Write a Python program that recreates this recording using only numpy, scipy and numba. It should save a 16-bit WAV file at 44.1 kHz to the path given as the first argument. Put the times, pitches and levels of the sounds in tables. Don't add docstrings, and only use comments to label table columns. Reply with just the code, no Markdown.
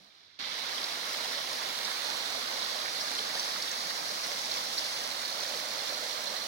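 import sys
import numpy as np
from scipy import signal
from scipy.fft import rfft, irfft, next_fast_len
from scipy.io import wavfile
from scipy.ndimage import map_coordinates
from numba import njit

SR = 44100
rng = np.random.default_rng(int(sys.argv[2]) if len(sys.argv) > 2 else 0)


def transcribe(u):
    v = np.clip(np.atleast_2d(u).T, -1, 1)
    q = np.round(v * 32767).astype(np.int16)
    wavfile.write(sys.argv[1], SR, q)


N = 285327
TIME = np.arange(N) / SR
BIN_HZ = np.fft.rfftfreq(next_fast_len(N, True), 1 / SR) + 1

# (bearing to the right [degrees], relative level [dB], tilt [dB per octave])
RIFFLES = [(-2, -5.5, -0.93), (-130, -5, -0.26), (-40, -4, -1)]
# (frequency [Hz], gain [dB])
WATER_COLOUR = [(25, -32), (55, -21), (130, -13.5), (210, -9), (270, -4.5), (390, -3), (550, 5), (800, 5),
                (1100, 4.5), (1500, -0.9), (2130, -2.15), (2520, -8.5), (4300, -2), (8000, -12),
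                (16000, -15)]
# (frequency [Hz], gain [dB])
LEFT_PORT = [(50, -1), (250, -4), (2000, -11), (2900, -8), (4000, -9), (5100, 5.5), (6100, -1.5),
             (7200, -2.5), (8600, -1.5), (10300, 3), (11300, -2), (12200, -3.5), (13300, -3), (15500, -15)]
RIGHT_PORT = [(50, 8.5), (2000, -1.5), (2900, 0.74), (3600, 3.5), (4200, 3.5), (4550, 2), (5000, -2.5),
              (5700, 3.5), (7400, -1), (9300, -1.5), (11400, -3.5), (12300, -11.5), (13200, 3.5),
              (14500, -8), (15500, 5.5)]
# (time [s], relative level [dB], ring [Hz], length [s], pitch spread [share])
SPLASHES = [(.439, 2, 2600, .009, .13), (0.691, 0, 2260, .011, 0.091), (0.723, -4, 1710, 0.012, 0.13),
            (.78, 2, 3280, 0.0073, 0.045), (.838, 5, 4950, .009, 0.088), (.934, 1, 5700, .004, .12),
            (1.346, 3, 3800, 0.0043, .067), (1.5, 1, 5600, 0.0056, 0.089), (1.528, 1, 5510, 0.0082, 0.073),
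            (1.555, -0.5, 5960, .015, 0.16), (1.611, -3, 1700, 0.0089, .25),
            (1.847, 8, 5500, 0.0074, 0.086), (2.261, -1, 1400, 0.01, 0.073), (2.471, -1, 4340, .0073, .091),
            (2.616, -3, 4230, .035, 0.16), (2.684, -4, 1580, 0.012, .25), (2.812, -1, 3530, .007, .04),
            (2.847, 2.5, 1580, 0.014, 0.12), (2.877, 4, 1890, 0.009, 0.19), (3.009, 6, 5700, .006, 0.058),
            (3.149, -0.5, 4150, .009, .07), (3.186, 7, 3450, 0.0073, 0.11), (3.395, 8, 5700, 0.0099, 0.041),
            (3.677, 5, 3450, .01, .05), (3.714, 12, 6700, 0.0045, .05), (3.907, 3, 1480, 0.0051, 0.15),
            (4.237, 3, 5640, .007, .03), (4.448, -4, 5340, 0.011, .1), (4.514, 6, 4670, .0079, 0.072),
            (4.775, 6, 4400, 0.013, 0.065), (4.786, 6, 5200, 0.0086, .1), (4.819, -2, 3270, .011, 0.053),
            (4.86, 2.5, 4500, 0.0075, 0.14), (4.986, -1, 6000, 0.0059, .03), (5.037, 1, 6200, .006, .03),
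            (5.226, -2, 1200, .011, .15), (5.25, 2.5, 4280, 0.01, .063), (5.296, 0, 4230, .007, 0.076),
            (5.321, -1.5, 4280, .0075, 0.057), (5.405, 0.5, 4860, .008, 0.08),
            (5.427, 4.5, 5680, .011, .08), (5.463, -2, 5170, 0.0066, 0.059), (6.27, 1, 4170, 0.012, 0.076)]
# (time [s], relative level [dB], ring [Hz], length [s], pitch spread [share])
SLAPS = [(3.559, 6, 1950, 0.0043, 0.25), (3.623, 9.5, 7900, 0.0049, .3), (4.317, 5.5, 3300, .0034, 0.41),
         (4.384, 4, 9000, 0.0056, .2), (6.039, 8, 9200, 0.0044, 0.2), (6.24, 8, 12500, .0036, .3)]
# (time [s], relative level [dB], ring at onset [Hz])
GLUGS = [(.008, 11, 190), (1.372, 3, 566), (2.088, 11, 840), (2.621, 10, 1010), (2.715, 5, 570),
         (2.76, 3, 610), (2.845, 7, 765), (4.285, 4, 730), (4.85, 3, 590), (5.375, -0.5, 613),
         (5.537, 4.5, 616), (5.923, 3, 640), (6.34, 4, 730)]
# (time [s], level [dB], left minus right [dB]); only departures from the means are used
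TREBLE = [(0.8, -37.5, 3), (2.09, -37, 1), (3.25, -37.5, 3), (3.43, -37, 1.5), (4.7, -36.5, 1.5),
          (4.85, -35.5, 4), (5.09, -38, 2.5), (5.21, -37.5, 0.5), (6.4, -38, 0)]
# (time [s], relative level [dB])
SHALLOW = [(.8, -22), (1.4, -24), (2.8, -15.5), (3.15, -32), (4.1, -24), (4.6, -15.5), (5.1, -20),
           (5.5, -13.5), (5.8, -13.5), (6.4, -16.5)]
# (faint gain [dB], rate of sinking while faint [dB/s],
# gain on opening [dB], full gain [dB], settling time [s])
OPENING = [(-29, 27, -12.5, -11.5, 0.36), (-32.5, 32, -22, -10.5, 0.14), (-24, -2, -2, 0.25, .19),
           (-32, 29, -19, -5, .17)]
OPENING_EDGES_HZ = [380, 1410, 5460]
# (time [s], centre [Hz], gain [dB])
LEFT_SWEEP = [(.5, 7400, -3), (1.3, 6900, -1.5), (2.05, 5770, -5.5), (2.55, 5200, 0), (2.95, 6200, 0.5),
              (3.4, 6100, 0.5), (3.9, 6200, -0.5), (4.6, 6200, -0.5), (5.1, 5800, -3), (5.9, 5500, -2.5),
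              (6.4, 5500, -3.5)]
RIGHT_SWEEP = [(.42, 3800, 3.5), (.9, 3260, 0.62), (2, 3870, 0.92), (2.8, 4300, 2.9), (3.65, 5000, 1.8),
               (4.4, 5800, 2.3), (4.8, 6500, 1.8), (5.1, 6100, 0.92), (5.5, 5400, 1.3), (6.4, 6000, .5)]
RIGHT_NOTCH = [(.5, 5360, 0.5), (1.6, 5000, -0.8), (2.9, 5630, 0.5), (3.3, 3000, -0.13), (4, 3230, -2.5),
               (4.6, 3600, -0.81), (5.2, 3320, -1), (6.4, 3250, 0)]
# (time [s], centre [Hz], gain [dB])
RIGHT_RING = [(.5, 4050, 2.5), (1.6, 4050, 2), (2.5, 4200, 0.5), (3.6, 4300, 0), (4.2, 4250, 1),
              (4.8, 4300, 1.5), (5.5, 4320, 3), (6.1, 4200, 4.5)]
# (frequency [Hz], relative gain [dB])
RUMBLE = [(20, -21), (55, -5), (100, 6.5), (200, 3), (400, 3), (2000, -47)]

TURN_START_S, TURN_END_S, TURN_FROM_DEG, TURN_TO_DEG = 1.34, 5.73, -3.8, 134.5
PAN_FROM_DB, PAN_TO_DB = -0.3, 0.5
PORT_LAG_S = 0.00052
SWEEP_OCTAVES, RING_OCTAVES = 0.22, 0.017
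BROOK_DB, RUSH_DB, RUMBLE_DB = -28.5, 2.5, -76
SPRAY_SWELL = 2.8
SPRAY_CEILING_DB = 11
DEEP_DB, DEEP_DEG, BEHIND_DB = -16, -83, -10
SPOUT_DB, SPOUT_DEG, SPOUT_BEHIND_DB = -14, -10, -44
BODY_DB, BODY_SWING_DB = -0.63, 0.68
SPLASH_CYCLES, SPLASH_SPREAD = 25, 0.1
OPEN_S, OPEN_RISE_S = 0.3876, 0.0057
TOP_HZ = 15850


def undb(db):
    return 10 ** (np.asarray(db) / 20)


def unit(x):
    return x / np.sqrt(np.mean(x ** 2))


def curves(table):
    s, *columns = np.transpose(table)
    return [np.interp(TIME, s, column) for column in columns]


def colour(points):
    hz, db = np.transpose(points)
    return undb(np.interp(np.log(BIN_HZ), np.log(hz), db))


def shape(x, gain):
    size = next_fast_len(N, True)
    return irfft(rfft(x, size) * gain, size)[..., :N]


def below(x, hz):
    return shape(x, 1 / (1 + (BIN_HZ / hz) ** 6))


def walk(rate):
    knots = rng.standard_normal(4096)
    return np.interp(TIME * rate, np.arange(len(knots)), knots) * np.sqrt(3 / 2)


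def heading():
    return np.interp(TIME, [TURN_START_S, TURN_END_S], [TURN_FROM_DEG, TURN_TO_DEG])


def facing(bearing, behind_db=BEHIND_DB):
    return undb(behind_db * (1 - np.cos(np.radians(bearing + heading()))) / 2)


def at_ports(x, bearing):
    lag = PORT_LAG_S * SR * np.sin(np.radians(bearing + heading()))
    left = map_coordinates(x, [np.arange(N) - lag], order=3)
    return np.array([left, x])


@njit
def ring(start, hz, cycles, size, glide):
    out = np.zeros(N)
    for k in range(len(start)):
        life = cycles[k] * SR / hz[k]
        step = 2 * np.pi * hz[k] / SR
        pole = np.exp(1j * step - np.log(100.) / life)
        rise = np.exp(1j * step * glide / life)
        z, first = size[k] + 0j, int(start[k] * SR)
        for i in range(max(first, 0), min(first + int(life), N)):
            out[i] += z.imag
            z *= pole
            pole *= rise
    return out


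def rush(count=9):
    out = 0
    for bearing in np.pi * ((np.arange(count) + 0.5) / count - 0.5):
        hiss = rng.standard_normal(N)
        lag = int(PORT_LAG_S * SR * np.sin(bearing))
        out = out + np.array([np.roll(hiss, lag), hiss])
    return unit(out) * undb(RUSH_DB)


def bubbles(surge_db, count, cycles, scatter_db, low_hz=140, high_hz=14000):
    when, place, length, strength = rng.random((count, 4)).T
    low_root, high_root = np.sqrt(low_hz), np.sqrt(min(high_hz, 0.4 * SR))
    hz = (low_root + place * (high_root - low_root)) ** 2
    surge = surge_db[(when * N).astype(int)]
    size = hz ** (3 / 4) * undb(scatter_db * strength ** 2 + surge)
    return unit(ring(when * N / SR, hz, cycles * (0.5 + length), size, 0.1))


def spray(surge_db, count, scatter_db, tick_hz=4200):
    when, strength, sign = rng.random((count, 3)).T
    size = np.sign(sign - 0.5) * undb(-scatter_db * np.log(strength + 0.0055))
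    ticks = np.bincount((when * N).astype(int), size, N)
    ticks = ticks * undb(np.minimum(surge_db, SPRAY_CEILING_DB))
    return unit(ticks - below(ticks, tick_hz))


def riffle(bright_db, slow_db=1.9, slosh_db=1.0, burst_db=1.0, spray_db=-2, throw=9.5):
    swell_db = slow_db * walk(9) + slosh_db * walk(35)
    quick_db = burst_db * walk(170)
    froth = bubbles(swell_db + quick_db, count=26000, cycles=30.2, scatter_db=12)
    thrown = spray(SPRAY_SWELL * swell_db + throw * quick_db, count=14000, scatter_db=6.0)
    water = unit(froth + undb(spray_db) * thrown)
    return shape(water, undb(bright_db * np.log2(BIN_HZ / 3000)))


def trickle(count=1100, cycles=85, trickle_db=-13.5):
    swarm = bubbles(np.zeros(N), count, cycles, scatter_db=6.0, low_hz=799.6, high_hz=6505)
    return undb(trickle_db) * swarm


def plops(count=380, cycles=44, plop_db=-14.5):
    swarm = bubbles(np.zeros(N), count, cycles, scatter_db=4.0, low_hz=646, high_hz=2440)
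    return undb(plop_db) * facing(RIFFLES[2][0]) * swarm


def gurgle(count, hollow_hz, spread, cycles, scatter_db=12):
    when, strength = rng.random((count, 2)).T
    hz = hollow_hz * np.exp(spread * rng.standard_normal(count))
    size = undb(scatter_db * strength)
    return unit(ring(when * N / SR, hz, np.full(count, 1. * cycles), size, 0.077))


def spout():
    gap = gurgle(count=800, hollow_hz=2214, spread=0.086, cycles=78, scatter_db=1)
    return undb(SPOUT_DB) * facing(SPOUT_DEG, SPOUT_BEHIND_DB) * gap


def pool():
    shallow = undb(curves(SHALLOW)[0]) * gurgle(count=650, hollow_hz=628, spread=0.172, cycles=27)
    murmur = gurgle(count=500, hollow_hz=207, spread=0.086, cycles=20)
    return shallow + undb(DEEP_DB) * facing(DEEP_DEG) * murmur


def glugs(cycles=26, glug_db=-5.5):
    s, db, hz = np.array(GLUGS).T.copy()
    return ring(s, hz, np.full(len(s), 1. * cycles), undb(db + glug_db), 0.064)


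def splash(s, db, hz, length, spread, splash_db=-5.0, scatter_db=8.0, count=24):
    delay, pitch, strength = rng.random((count, 3)).T
    place = 2 * (np.arange(count) + pitch) / count - 1
    pitches = np.minimum(hz * np.exp(2 * spread * place), 0.4 * SR)
    cycles = np.full(count, SPLASH_CYCLES * np.sqrt(SPLASH_SPREAD / spread))
    burst = ring(s + length * delay ** 1.2, pitches, cycles, undb(scatter_db * strength), 0.13)
    return burst * undb(db + splash_db) * np.sqrt(length * SR / (burst @ burst + 1e-18))


def small_slops(count=16, slop_db=-10, scatter_db=2, low_hz=1100, high_hz=6500, length_s=0.012, spread=0.1):
    when, strength, pitch = rng.random((count, 3)).T
    level_db = slop_db + scatter_db * (2 * strength - 1)
    hz = low_hz * (high_hz / low_hz) ** pitch
    return np.column_stack([when * N / SR, level_db, hz, np.full(count, length_s), np.full(count, spread)])


def splashes():
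    return sum(splash(*row) for row in np.vstack([small_slops(), SPLASHES]))


def slaps():
    return sum(splash(*row) for row in SLAPS)


def scene():
    water = rush()
    for bearing, db, bright_db in RIFFLES:
        water = water + undb(db) * at_ports(riffle(bright_db), bearing)
    treble_db = curves(TREBLE)[0]
    body = below(water, hz=2780)
    body_db = BODY_DB + BODY_SWING_DB * np.cos(np.radians(RIFFLES[2][0] + heading()))
    water = body * undb(body_db) + (water - body) * undb(treble_db - treble_db.mean())
    from_first = at_ports(trickle() + spout() + splashes(), RIFFLES[0][0])
    from_second = at_ports(pool() + plops() + glugs(), RIFFLES[1][0])
    water = water + slaps() + from_first + from_second
    return shape(water, colour(WATER_COLOUR)) * undb(BROOK_DB)


def sweep(x, tables, size=1024):
    hz, s, frames = signal.stft(x, SR, nperseg=size)
    gain_db = 0
    for table, width in tables:
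        when, centre_hz, db = np.transpose(table)
        octaves = np.log2((hz[:, None] + 1) / np.interp(s, when, centre_hz))
        gain_db = gain_db + np.interp(s, when, db) * np.exp(-0.5 * (octaves / width) ** 2)
    return signal.istft(frames * undb(gain_db), SR, nperseg=size)[1][:N]


def ports(dry, split_hz=4600):
    left, right = shape(dry, np.array([colour(LEFT_PORT), colour(RIGHT_PORT)]))
    left = sweep(left, [(LEFT_SWEEP, SWEEP_OCTAVES)])
    right = sweep(right, [(RIGHT_SWEEP, SWEEP_OCTAVES), (RIGHT_NOTCH, SWEEP_OCTAVES),
                          (RIGHT_RING, RING_OCTAVES)])
    x = np.array([left, right])
    body, sides = below(x, hz=split_hz), np.array([[1], [-1]]) / 2
    body_pan_db = np.interp(TIME, [TURN_START_S, TURN_END_S], [PAN_FROM_DB, PAN_TO_DB])
    treble_pan_db = curves(TREBLE)[1]
    treble_pan_db = treble_pan_db - treble_pan_db.mean()
    return body * undb(sides * body_pan_db) + (x - body) * undb(sides * treble_pan_db)


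def opening(faint_db, sink_db_per_s, open_db, full_db, settle_s):
    since = np.maximum(TIME - OPEN_S, 0)
    opened = np.minimum(since / OPEN_RISE_S, 1)
    faint = undb(faint_db - sink_db_per_s * TIME)
    full = undb(full_db + (open_db - full_db) * np.exp(-since / settle_s))
    return (1 - opened) * faint + opened * full


def rumble():
    return undb(RUMBLE_DB) * unit(shape(rng.standard_normal((2, N)), colour(RUMBLE)))


def record(dry):
    x = ports(dry)
    edges = [below(x, hz=edge) for edge in OPENING_EDGES_HZ]
    bands = np.diff([0 * x, *edges, x], axis=0)
    x = sum(band * opening(*row) for band, row in zip(bands, OPENING))
    x = x + rumble()
    return signal.sosfilt(signal.ellip(10, 0.2, 70, TOP_HZ, fs=SR, output="sos"), x)


dry = scene()
out = record(dry)
transcribe(out)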